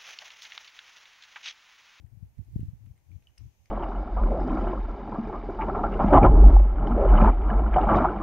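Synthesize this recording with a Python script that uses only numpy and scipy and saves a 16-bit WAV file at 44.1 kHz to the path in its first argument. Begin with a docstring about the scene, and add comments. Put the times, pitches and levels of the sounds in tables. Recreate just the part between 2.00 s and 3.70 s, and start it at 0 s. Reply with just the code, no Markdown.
"""A cat laps water from a plastic bowl on a patio, three to four laps a second.
From the start a light breeze flutters on two microphone ports, over a faint outdoor hiss.
The tongue makes soft wet ticks and tiny ringing bubbles. A few eddies (swirls of air) thump
the ports, hardest just after half a second. The loudest ticks come near the end, at about 1.3 s."""
import sys
import numpy as np
from scipy import signal
from scipy.fft import rfft, irfft, next_fast_len
from scipy.io import wavfile
from scipy.ndimage import uniform_filter1d

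SR = 44100
rng = np.random.default_rng(int(sys.argv[2]) if len(sys.argv) > 2 else 0)


def to_wav(s):
    """Save 16-bit WAV."""
    ch = np.atleast_2d(s).T  # columns
    pcm = np.round(np.clip(ch, -1, 1) * 32767)  # PCM
    wavfile.write(sys.argv[1], SR, pcm.astype(np.int16))


N = 74970  # 1.7 s


def amp(db):
    """Turn decibels into a gain."""
    return 10 ** (np.asarray(db) / 20)


def unit(x):
    """Scale to an average (rms) level of 1."""
    return x / np.sqrt(np.mean(x ** 2) + 1e-20)


def along(points, hz):
    """Read between (f/Hz, value) points on a log frequency axis."""
    f, v = np.transpose(points)
    return np.interp(np.log(hz + 1), np.log(f + 1), v)


def curve(rows):
    """Join (t/s, value) points into one value per sample."""
    return np.interp(np.arange(N) / SR, *np.transpose(rows))


def filtered(x, response):
    """Multiply each frequency in x by response(hz)."""
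    n = x.shape[-1]
    padded = next_fast_len(n + SR // 4)
    return irfft(rfft(x, padded) * response(np.fft.rfftfreq(padded, 1 / SR)), padded)[..., :n]


def noise(spectrum, size=N):
    """Two unrelated noises with the same tone colour, rms 1."""
    return unit(filtered(rng.standard_normal((2, size)), lambda hz: amp(along(spectrum, hz))))


def pan(db):
    """Left and right gains of constant power; positive db leans left."""
    return unit(amp([[db / 2], [-db / 2]]))


def fade(t, t60):
    """Die away by 60 dB in the time t60."""
    return np.exp(-np.log(1000) * t / t60)


def add(track, s, sound):
    """Mix a sound into a track at s seconds."""
    part = track[:, max(round(s * SR), 0):][:, :sound.shape[-1]]
    part += sound[..., :part.shape[-1]]


def lapping():
    """Each tick of the tongue is a wet snap, a tiny bubble that rings and a spatter of droplets."""
    # the bubbles: t/s, f/Hz, level/dB, fade time/ms, left minus right/dB
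    bubbles = [ (0.065, 1900, -66, 14, 2), (0.3824, 2040, -61, 5.6, -1), (0.448, 9400, -67, 8.4, -10),
               (.5240, 8550, -67, 6.6, -17), (0.6041, 10200, -52, 2.1, -17), (0.6054, 2790, -55.5, 5.4, 3),
               (0.608, 1750, -60, 8, 10), (0.8594, 11100, -57.5, 2.2, -25), (0.8627, 2320, -56, 2.7, -3),
               (.9630, 2120, -69, 11, -7), (0.9772, 2200, -60.5, 6.6, -3), (.9780, 8600, -63, 4.8, -16),
               (1.116, 2310, -55, 17.4, -21), (1.2244, 2580, -54.5, 3.7, -15),
               (1.2704, 3006, -46.5, 16.4, 0.5), (1.2839, 2866, -63.5, 32, -6),
               (1.3775, 2120, -47.5, 2.3, 3), (1.3800, 5260, -40.5, 4.3, 4), (1.3804, 2760, -49, 6.2, 0),
               (1.3820, 4940, -61, 14, -2), (1.3826, 8500, -49, 4.4, -49), (1.3841, 10200, -54, 2.9, -39),
               (1.6563, 6000, -62, 7.4, 9), (1.6580, 2230, -51.5, 6.1, -14), (1.6586, 4800, -57, 6.2, 1)]
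    # tone colour of the snap: f/Hz, level/dB
    snap_colour = [(300, -37), (1000, 6), (2300, -8), (3800, 1), (6000, -6.5), (10000, 2.5), (15000, -25)]
    out, size = np.zeros((2, N)), SR // 20
    t = np.arange(size) / SR
    ms = t * 1000
    mean_db = np.mean([row[2] for row in bubbles])
    for s, hz, db, t60_ms, pan_db in bubbles:
        attack = 1 - np.exp(-(ms / (0.047 * t60_ms)) ** 2)
        ring = amp(db) * np.sin(2 * np.pi * hz * t) * attack * fade(ms, t60_ms)
        splash = amp(0.34 * (db - mean_db))  # louder bubbles splash more
        snap = splash * amp(-67.5) * noise(snap_colour, size) * fade(ms, t60=3.1)
        add(out, s, pan(pan_db) * (ring + snap))
        for late, pitch, loud, side in rng.standard_normal((5, 4)):  # five random droplets
            droplet_hz, delay_s = 2700 * np.exp(0.6 * pitch), 0.02 * abs(late)
            droplet = np.sin(2 * np.pi * droplet_hz * t) * fade(ms, t60=5)
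            add(out, s + delay_s, pan(4 * side) * splash * amp(-73.5 + 2 * loud) * droplet)
    return out


def bowl_and_patio(laps):
    """The laps ring briefly inside the bowl and echo faintly around the patio."""
    # tone colour of both echoes: f/Hz, level/dB
    echo_colour = [(300, -28), (1500, -1), (2400, 0.5), (3800, -15), (6000, 0), (12000, -21.5)]
    size = SR // 2
    t = np.arange(size) / SR
    echo = 0
    for db, t60_s in ((-8.5, 0.04), (-12, 0.3)):  # bowl, then patio
        tail = unit(noise(echo_colour, size) * fade(t, t60_s))
        echo = echo + amp(db) * tail / np.sqrt(size)
    return signal.fftconvolve(laps.mean(0)[None], echo, axes=1)[:, :N]


def flutter(wind_db):
    """Churning air rumbles on each port separately, following the wind there."""
    # tone colour of the rumble: f/Hz, level/dB
    rumble_colour = [(15, -33), (30, -21), (52, 3.5), (105, 8), (150, -8), (220, -20.5), (320, -24.5),
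                     (430, -41.5), (900, -55), (2000, -100)]
    rumble = noise(rumble_colour)
    window = signal.windows.hann(int(0.036 * SR))
    power = signal.fftconvolve(np.abs(signal.hilbert(rumble)) ** 2, window[None], 'same', axes=1)
    steady = unit(rumble / np.sqrt(np.abs(power)))  # evened out, so the wind sets the level
    low_cut_hz = 24.3  # the microphone sheds the deepest bass
    return filtered(amp(wind_db) * steady, lambda hz: hz ** 4 / (hz ** 4 + low_cut_hz ** 4))


def eddies():
    """Each eddy is a smooth push and a puff of rough air; the microphone's bass filter rings after it."""
    # eddies that hit a port: t/s, level/dB, half width/ms, left minus right/dB
    hits = [(.0450, -31, 2.88, 33), (0.173, -40.5, 2.1, 32), (0.2288, -28.5, 2.24, 25.5),
            (0.3939, -26, 2.11, -30), (0.561, -17, 1.47, 15), (0.5952, -26.5, 1.17, 35),
            (.6112, -22.5, 2.5, 8), (0.6311, -27, 1.48, -11.5), (0.6846, -22.5, 3.05, 38),
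            (.9100, -31, 3.46, 13), (1.1590, -26.5, 4.07, 22)]
    # tone colour of the puff: f/Hz, level/dB
    puff_colour = [(100, -22), (300, 4), (700, -4), (1100, -23), (2000, -36)]
    puff_ms, port_hz, port_q = 9.2, 95, 1.65  # a higher q rings longer
    out, rough = np.zeros((2, N)), amp(-57.5) * noise(puff_colour)
    top_db = max(row[1] for row in hits)
    for s, db, width_ms, pan_db in hits:
        since_ms = (np.arange(N) / SR - s) * 1000
        push = amp(db) * np.exp(-(since_ms / width_ms) ** 2)
        puff = amp(1.9 * (db - top_db)) * rough * np.exp(-(since_ms / puff_ms - 0.5) ** 2)
        out += pan(pan_db) * (puff - push)
    return filtered(out, lambda f: -f * f / (port_hz ** 2 - f * f + 1j * f * port_hz / port_q))


def gust_hiss(wind_db):
    """A high hiss swells with the gusts."""
    # tone colour of the gusts: f/Hz, level/dB
    gust_colour = [(500, -5), (2000, 0), (6000, -5), (9000, -10), (14000, -4.5)]
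    gust = uniform_filter1d(amp(wind_db).mean(0), size=4400)  # smoothed over 0.1 s
    return amp(-72) * (gust / gust.max()) ** 0.84 * noise(gust_colour)


def outdoor_air():
    """Steady outdoor hiss, with left and right a little more alike in the bass."""
    # tone colour of the air: f/Hz, level/dB
    air_colour = [(40, 14.5), (200, 4), (450, 0), (620, -1.5), (820, 0.5), (1250, -10), (2300, -7.5),
                  (3600, -17.5), (6300, -14.5), (8000, -17), (10500, -15.5), (13300, -11.5), (16000, -17)]
    # how alike left and right are: f/Hz, likeness (0 to 1)
    likeness = [(100, 0.25), (800, 0.17), (2500, 0.039), (8000, 0.033)]

    def mid_and_side(hz):
        """Gains for the part both ears share and the part that is opposite."""
        angle = np.arccos(np.clip(along(likeness, hz), -1, 1)) / 2
        return np.array([np.cos(angle), np.sin(angle)])
    mid, side = filtered(noise(air_colour), mid_and_side)
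    return amp(-72) * unit(np.array([mid + side, mid - side]))


def thin_hiss():
    """A very faint, thin hiss on the left grows towards the end."""
    # tone colour of the hiss: f/Hz, level/dB
    colour = [(1500, -21), (2400, -3.5), (4200, -12.5), (5400, -9.5), (6500, -1.5), (7300, -16),
              (12000, -44)]
    # its slow rise: t/s, level/dB
    rise = [(0, -96), (.35, -86.5), (.6, -86), (.95, -86), (1.15, -81.5), (1.33, -82.5), (1.45, -78.5),
            (1.7, -79)]
    return pan(db=8) * amp(curve(rise)) * noise(colour)


def scene():
    """The cat at its bowl, the wind on the ports and the hiss behind them."""
    # wind on the left and on the right port: t/s, level/dB
    wind_left = [(0, -47), (.040, -48.5), (.070, -49), (.108, -61), (.128, -44), (.185, -52), (.21, -49),
                 (.24, -42), (.275, -52.5), (.32, -68.5), (.42, -64), (.455, -59), (.486, -41.5),
                 (.509, -53), (.554, -55), (.696, -40), (.76, -64.5), (.815, -46), (.875, -43), (.942, -59),
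                 (1.04, -67), (1.105, -44), (1.160, -41.5), (1.205, -60.5), (1.362, -77.5), (1.402, -40),
                 (1.474, -42.5), (1.527, -67.5), (1.7, -96)]
    wind_right = [(0, -93), (.19, -81), (.254, -48.5), (.32, -59.5), (.365, -69), (.385, -34.5), (.42, -38),
                  (.456, -63.5), (.546, -36.5), (.65, -36), (.712, -63), (.735, -38), (.815, -66),
                  (.846, -56.5), (.915, -55.5), (1.018, -76), (1.11, -88), (1.14, -63), (1.265, -68),
                  (1.302, -54.5), (1.414, -91), (1.455, -45), (1.534, -83), (1.606, -56), (1.7, -72.5)]
    wind_db = np.array([curve(wind_left), curve(wind_right)])
    laps = lapping()
    cat = laps + bowl_and_patio(laps)
    breeze = flutter(wind_db) + eddies()
    hiss = outdoor_air() + gust_hiss(wind_db) + thin_hiss()
    return cat + breeze + hiss


def record(dry):
    """Cut away the very highest treble."""
    return filtered(dry, lambda hz: hz < 15700)


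dry = scene()
out = record(dry)
to_wav(out)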